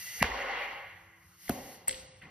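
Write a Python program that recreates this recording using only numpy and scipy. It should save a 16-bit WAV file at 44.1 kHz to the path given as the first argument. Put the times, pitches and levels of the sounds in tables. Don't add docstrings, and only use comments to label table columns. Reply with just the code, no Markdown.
import sys
import numpy as np
from scipy import signal
from scipy.fft import rfft, irfft, next_fast_len
from scipy.io import wavfile
from scipy.ndimage import uniform_filter1d

SR = 44100
rng = np.random.default_rng(int(sys.argv[2]) if len(sys.argv) > 2 else 0)


def rack_gain(trim_db):
    fader = np.asarray(trim_db, float)
    return 10 ** (fader / 20)


def to_wav(sig):
    pcm = np.clip(np.atleast_2d(sig), -1, 1) * 32767
    pcm = np.round(pcm).astype(np.int16)
    wavfile.write(sys.argv[1], SR, pcm.T)


N = 101429
PADDED_N = next_fast_len(N + 16384)
F_HZ = np.maximum(np.fft.rfftfreq(PADDED_N, 1 / SR), 1.)
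T_S = np.arange(N) / SR

# frequency in Hz, level in dB.
HUM_COLOUR = [(30, -33), (60, 0.5), (100, 3), (170, -1.5), (300, -19), (1000, -13), (3000, -29),
              (9000, -52)]
# frequency in Hz, rms level in dB.
DRONES = [(94, -73), (175, -74.5)]
# frequency in Hz, rms level in dB.
WHISTLES = [(1981, -65), (2745, -64), (4657, -60), (5453, -63.5), (6013, -57.5), (11402, -71.5),
            (12301, -73.5), (12430, -80.5), (12947, -75), (13550, -74)]
# time in seconds, level in dB.
AIR_FLOW = [(0, -47), (.19, -43.5), (.235, -40), (.3, -44), (.52, -66.5), (.6, -61.5), (1.1, -69.5),
            (1.36, -62), (1.43, -53), (1.49, -49), (1.52, -46), (1.6, -52.5), (1.75, -54.5), (1.8, -67.5),
            (1.87, -74.5), (2.02, -77), (2.04, -105), (2.3, -100)]
# frequency in Hz, density in dB per Hz.
HISS_COLOUR = [(300, -18), (1000, -14), (2000, -5.5), (3600, -6), (6000, -4.5), (9000, -1.5), (13000, -0.5),
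               (15700, -1.5)]
# frequency in Hz, T60 in seconds.
HALL_T60 = [(40, 0.43), (150, 0.68), (500, 0.98), (2000, 1.24), (4000, 0.98), (8000, 0.61), (16000, 0.71)]
# frequency in Hz, side level over mid in dB.
SIDE_OVER_MID = [(60, -44.5), (200, -21), (600, -11.5), (1300, -2.5), (2200, -10.5), (5500, 1.5),
                 (6900, -35), (16000, -51.5)]
# frequency in Hz, level in dB.
BEAD_COLOUR = [(50, 0), (150, -11), (450, 0), (900, 0), (1400, -7.5), (2400, -6.5), (5000, -19),
               (16000, -33)]
VENT_COLOUR = [(60, -5.5), (250, 2.5), (450, -5.5), (750, -3), (1300, -21.5), (2500, -30.5), (6000, -28.5),
               (16000, -35)]
BRASS_COLOUR = [(60, 8), (500, 2.5), (1200, -10.5), (2500, -6), (5000, -4), (8000, -6), (12500, -15),
                (14500, -34)]
NUDGE_COLOUR = [(60, 3), (180, 9), (500, -3.5), (1200, -9), (2200, -10.5), (3500, -18.5), (8000, -28),
                (16000, -38.5)]
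# frequency in Hz, level in dB.
SHRILL_COLOUR = [(6000, -53), (7500, -26.5), (7800, -5.5), (7950, -3), (8150, -6.5), (8600, -16),
                 (9400, -35)]
# time in seconds, level in dB, share of ring time left by the concrete.
BOUNCES = [
    (1.8772, -27, .6),
    (1.8802, -15.5, 1),
    (1.8928, -20, .2),
    (1.9098, -26, .7),
    (1.9275, -36, .7),
]
# frequency in Hz, level in dB, T60 in seconds.
COUPLER_MODES = [(7930, 0, .045), (8300, -13, .02), (7600, -20, .02), (4300, -30, .1), (2800, -28, .06)]
# start in seconds, level in dB, centre in Hz, length in seconds,
# width in octaves.
CRACKS = [(0.201, -37, 2030, 0.036, 0.37), (0.2226, -16.5, 2400, .007, 0.69),
          (.2263, -14, 3640, 0.0016, 1.), (.2264, -5.5, 1400, 0.0036, 1.65),
          (0.2254, -12.5, 9400, 0.0025, 0.81), (0.2418, -14.5, 1900, 0.004, 0.61),
          (.313, -20, 1950, 0.0088, 0.17), (1.4804, -46, 2100, 0.0032, .8), (1.505, -49, 2570, .01, .5),
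          (1.4938, -36, 3200, .003, .8), (.222, -24, 4300, .008, .3), (1.4945, -27, 10500, 0.0027, .8),
          (1.4929, -35.5, 1110, 0.0089, 0.74), (1.8748, -40, 1400, 0.0022, 2.1),
          (1.8801, -28.5, 9700, 0.0035, 0.86), (1.8803, -38, 1200, 0.0036, 1.5),
          (1.893, -33, 2900, 0.0032, 0.9), (1.909, -40, 3180, 0.004, 1.2),
          (1.9275, -40, 3600, 0.0026, 0.61), (1.944, -42, 3600, 0.0033, 0.49),
          (2.214, -56, 1920, 0.025, 0.8), (2.238, -51.5, 2160, 0.0034, 0.65),
          (2.253, -60.5, 2150, 0.0082, 0.34), (2.221, -72, 10500, 0.0069, .3)]
# start in seconds, level in dB, frequency in Hz, T60 in seconds,
# sag as a share of pitch.
THUMPS = [(.2177, -8, 176, 0.036, 0.), (0.2135, -15.5, 200, 0.02, 0.), (.2273, 7, 1160, 0.0059, 0.32),
          (.2268, 0.5, 710, 0.017, 0.19), (.238, -4.5, 71, 0.071, 0.087), (.30, -15, 56, 0.25, 0.0063),
          (0.38, -37.5, 50, 0.82, 0.047), (.62, -67, 52, 0.47, 0), (0.24, -9, 260, 0.031, 0.12),
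          (1.4945, -19, 758, 0.024, 0.136), (1.4982, -13.5, 276, 0.028, 0.31),
          (1.496, -23.5, 483, 0.027, 0.38), (1.499, -28, 187, 0.078, 0.19), (1.503, -35, 66, 0.14, 0),
          (1.886, -48, 521, 0.81, 0)]
# time in seconds, gain in dB.
PHONE_GAIN = [
    (0, 1.5),
    (.2, -1),
    (.222, -8),
    (.232, -20),
    (.3, -22.5),
    (.45, -13.5),
    (.63, -3),
    (2.3, 1.5),
]
# frequency in Hz, width in Hz, gain in dB.
CAVITY = [(1993, 524, 6.5), (1985, 193, 4), (2780, 186, 4), (5250, 72, -2.5), (6340, 820, 6.5)]
# frequency in Hz, lag in half turns.
PORT_LAG = [(0, .04), (300, .06), (2500, .08), (6000, .55), (7100, 1), (8700, 1), (9900, 2), (13200, 2),
            (14500, 3), (22050, 3)]
# frequency in Hz, level in dB.
LEFT_OVER_RIGHT = [(300, 0), (1000, 0.9), (2500, -1), (5000, 1)]
# low edge in Hz, high edge in Hz, share of time it stays open.
THIN_MID_BANDS = [(6850, 7150, .6), (7150, 7500, .2), (7500, 8400, 0), (8400, 8800, .15), (8800, 9200, .7),
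                  (13900, 14500, .5), (14500, 16500, 0)]
# start in seconds, end in seconds.
WHOLE_MID_TIMES = [
    (.221, .233),
    (1.49, 1.5),
    (1.872, 1.888),
]

HUM_DB, LAMP_HZ, LAMP_DB = -66, 333.5, -76
WHISTLE_WIDTH_HZ, WHISTLE_END_S = 38, 0.26
LINGER_S, LINGER_HZ, LINGER_DB = 0.078, 6000, -2.5
BEAD_HALL_DB, VENT_HALL_DB, BRASS_HALL_DB, NUDGE_HALL_DB = -16.5, -41, -49.5, -55.5
HALL_FLUTTER_DB, RIPPLE_DB, RIPPLE_HZ = 1.5, 2.2, 30
SHRILL_HALL_DB, SHRILL_T60_S = -43, 0.72
SHRILL_STRAY_DB, STRAY_END_S = -11, 2.02
STRIKE_S, RING_HZ = .0005, 7950
RATTLE_AT_S, RATTLE_PER_S, RATTLE_RMS_DB, RATTLE_T60_S = 1.882, 700, -49, 0.4
MUTE_FROM_S, MUTE_TO_S, MUTE_SCATTER_S, MUTE_FADE_S, MUTE_DB = 2.035, 2.18, .018, .012, -35
TOP_HZ, EDGE_HZ, CEILING = 15900, 16480, .8


def read(table, x, log=True):
    a = np.array(table, float)
    if log:
        return np.interp(np.log(x), np.log(a[:, 0]), a[:, 1])
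    return np.interp(x, a[:, 0], a[:, 1])


def unit(x):
    return x / np.sqrt(np.mean(x ** 2))


def shape(x, gain):
    return irfft(rfft(x, PADDED_N) * gain, PADDED_N)[..., :N]


def smooth(x, k):
    return uniform_filter1d(uniform_filter1d(x, k), k)


def since(at_s):
    return np.maximum(T_S - at_s, 0)


def decay(t_s, t60_s):
    return 1000. ** (-t_s / t60_s)


def stereo(mid, side):
    return mid + side * np.array([[1], [-1]])


def bell(f_hz, hz, octaves):
    return np.exp(-(np.log2(f_hz / hz) / octaves) ** 2)


def resonance(hz, width_hz):
    return 1 / (1 + (2 * (F_HZ - hz) / width_hz) ** 2)


def walk(rate_hz):
    k = int(SR / rate_hz)
    return unit(smooth(np.repeat(rng.standard_normal(N // k + 1), k), k)[:N])


def bands(envelope):
    mid, side = rfft(rng.standard_normal((2, N)), PADDED_N)
    both = stereo(mid, side * rack_gain(read(SIDE_OVER_MID, F_HZ)))
    out = 0
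    for k in range(-1, 19):
        offset = np.clip(2 * np.log2(F_HZ / 40) - k, -1, 1)
        band = irfft(both * np.cos(offset * np.pi / 2), PADDED_N)[:, :N]
        out = out + band * envelope(40 * 2 ** (k / 2))
    return out


def steady(colour, swell_db, flicker_db):
    swell = swell_db * walk(11)
    noise = bands(lambda hz: rack_gain(swell + flicker_db * walk(20)))
    return unit(shape(noise, rack_gain(read(colour, F_HZ))))


def narrow(lines, width_hz):
    x = rng.standard_normal(N)
    return sum(rack_gain(db) * unit(shape(x, resonance(hz, width_hz))) for hz, db in lines)


def room():
    hum = steady(HUM_COLOUR, 0.67, 4.9) * rack_gain(HUM_DB)
    lamp = rack_gain(LAMP_DB) * np.sin(2 * np.pi * LAMP_HZ * T_S)
    return hum + narrow(DRONES, 12) + narrow([(LAMP_HZ, LAMP_DB - 8)], 3) + lamp


def ripple():
    k = max(int(RIPPLE_HZ * PADDED_N / SR), 1)
    return rack_gain(RIPPLE_DB * unit(smooth(rng.standard_normal(len(F_HZ)), k)))


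def hall(at_s, colour, db, build_s=0.002):
    t = since(at_s)

    def envelope(hz):
        return decay(t, 0.98 * read(HALL_T60, hz)) * rack_gain(HALL_FLUTTER_DB * walk(30.12))

    x = bands(envelope) * (1 - np.exp(-t / build_s))
    return shape(x, unit(rack_gain(read(colour, F_HZ)))) * rack_gain(db)


def shrill(at_s):
    t = since(at_s)
    mid, side = shape(rng.standard_normal((2, N)), unit(rack_gain(read(SHRILL_COLOUR, F_HZ))))
    side = side * rack_gain(SHRILL_STRAY_DB) * np.clip((STRAY_END_S - T_S) / .01, 0, 1)
    level = rack_gain(SHRILL_HALL_DB + HALL_FLUTTER_DB * walk(30))
    return stereo(mid, side) * decay(t, SHRILL_T60_S) * (1 - np.exp(-t / .003)) * level


def tails():
    pop = hall(0.2333, BEAD_COLOUR, BEAD_HALL_DB)
    vent = hall(1.497, VENT_COLOUR, VENT_HALL_DB)
    drop = hall(1.88, BRASS_COLOUR, BRASS_HALL_DB) + shrill(1.881)
    nudge = hall(2.215, NUDGE_COLOUR, NUDGE_HALL_DB, build_s=0.019)
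    return pop + vent + drop + nudge


def whistles():
    return narrow(WHISTLES, WHISTLE_WIDTH_HZ) * np.exp(-since(WHISTLE_END_S) / .05)


def air():
    noise = steady(HISS_COLOUR, 0.99, 1.0)
    flow = rack_gain(read(AIR_FLOW, T_S, False))
    keep = np.exp(-1 / (LINGER_S * SR))
    power, _ = signal.lfilter([1 - keep], [1, -keep], flow ** 2, zi=[flow[0] ** 2])
    dull = shape(noise[:, ::-1], 1 / (1 + (F_HZ / LINGER_HZ) ** 4))
    return noise * flow + rack_gain(LINGER_DB) * np.sqrt(power) * dull


def rattle():
    ticks = (rng.random(N) < RATTLE_PER_S / SR) * rack_gain(6.5 * rng.exponential(size=N))
    grains = uniform_filter1d(ticks, size=60) * rng.standard_normal(N)
    fade = (T_S > RATTLE_AT_S) * decay(since(RATTLE_AT_S), RATTLE_T60_S)
    return rack_gain(RATTLE_RMS_DB) * unit(shape(grains, bell(F_HZ, 3600, 0.57))) * fade


def coupler():
    out = np.zeros(N)
    for at_s, db, share in BOUNCES:
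        t = since(at_s)
        strike = 1 - np.exp(-t / STRIKE_S)
        for hz, mode_db, t60_s in COUPLER_MODES:
            out += rack_gain(db + mode_db) * np.sin(2 * np.pi * hz * t) * decay(t, t60_s * share) * strike
    return out + rattle()


def cracks():
    out, t = np.zeros((2, N)), T_S[:2000]
    n = len(t)
    f = np.maximum(np.fft.rfftfreq(n, 1 / SR), 1.)
    width = rack_gain(np.maximum(read(SIDE_OVER_MID, f) - 2, -20))
    for at_s, db, hz, length_s, octaves in CRACKS:
        i, u = int(at_s * SR), t / length_s
        mid, side = rfft(rng.standard_normal((2, n)))
        burst = unit(irfft(stereo(mid, side * width) * bell(f, hz, octaves), n))
        out[:, i:i + n] += rack_gain(db) * burst * 8 * u * np.exp(-3 * u)
    return out


def thumps():
    out = np.zeros(N)
    for at_s, db, hz, t60_s, sag in THUMPS:
        t = since(at_s)
        turns = hz * ((1 - sag) * t + sag * 0.0094 * (1 - np.exp(-t / 0.016)))
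        out += rack_gain(db) * np.sin(2 * np.pi * turns) * decay(t, t60_s) * (1 - np.exp(-t * hz * 3))
    return shape(out, 1 / (1 + (38 / F_HZ) ** 4))


def scene():
    diffuse = shape(air() + tails(), ripple() / (1 + (F_HZ / TOP_HZ) ** 200))
    return room() + whistles() + diffuse + coupler() + cracks() + thumps()


def mute(x):
    edges, spectrum = np.arange(8700, 16600, 1100), rfft(x, PADDED_N)
    scatter = rng.standard_normal((len(edges), 2)) * MUTE_SCATTER_S
    for (early, late), lo, hi in zip(scatter, edges, edges[1:]):
        inside_s = np.minimum(T_S - MUTE_FROM_S - early, MUTE_TO_S + late - T_S)
        shut = np.clip(inside_s / MUTE_FADE_S, 0, 1)
        band = irfft(spectrum * ((F_HZ >= lo) & (F_HZ < hi)), PADDED_N)[:, :N]
        x = x - band * shut * (1 - rack_gain(MUTE_DB))
    return x


def thin_mid(x):
    spectrum = rfft(x.mean(axis=0), PADDED_N)
    blows = sum((T_S > a) & (T_S < b) for a, b in WHOLE_MID_TIMES)
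    ring_time = (T_S > WHOLE_MID_TIMES[-1][0]) & (T_S < STRAY_END_S)
    for lo, hi, share in THIN_MID_BANDS:
        chance = walk(14)
        ringing = (lo <= RING_HZ < hi) & ring_time
        shut = (chance >= np.quantile(chance, share)) & (blows == 0) & ~ringing
        band = irfft(spectrum * ((F_HZ >= lo) & (F_HZ < hi)), PADDED_N)[:N]
        x = x - band * uniform_filter1d(1. * shut, size=200)
    return x


def band_limit(x):
    return signal.sosfilt(signal.butter(12, 16480, fs=SR, output="sos"), x)


def record(dry):
    cavity = rack_gain(sum(db * resonance(hz, width_hz) for hz, width_hz, db in CAVITY))
    lag = np.exp(.5j * np.pi * read(PORT_LAG, F_HZ, False) * np.array([[-1], [1]]))
    lean = rack_gain(read(LEFT_OVER_RIGHT, F_HZ) / 2 * np.array([[1], [-1]]))
    ducked = dry * rack_gain(read(PHONE_GAIN, T_S, False))
    x = shape(ducked, cavity * lag * lean / (1 + (F_HZ / EDGE_HZ) ** 200))
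    x = thin_mid(mute(x))
    mix = CEILING * np.tanh(x / CEILING)
    return band_limit(mix)


dry = scene()
out = record(dry)
to_wav(out)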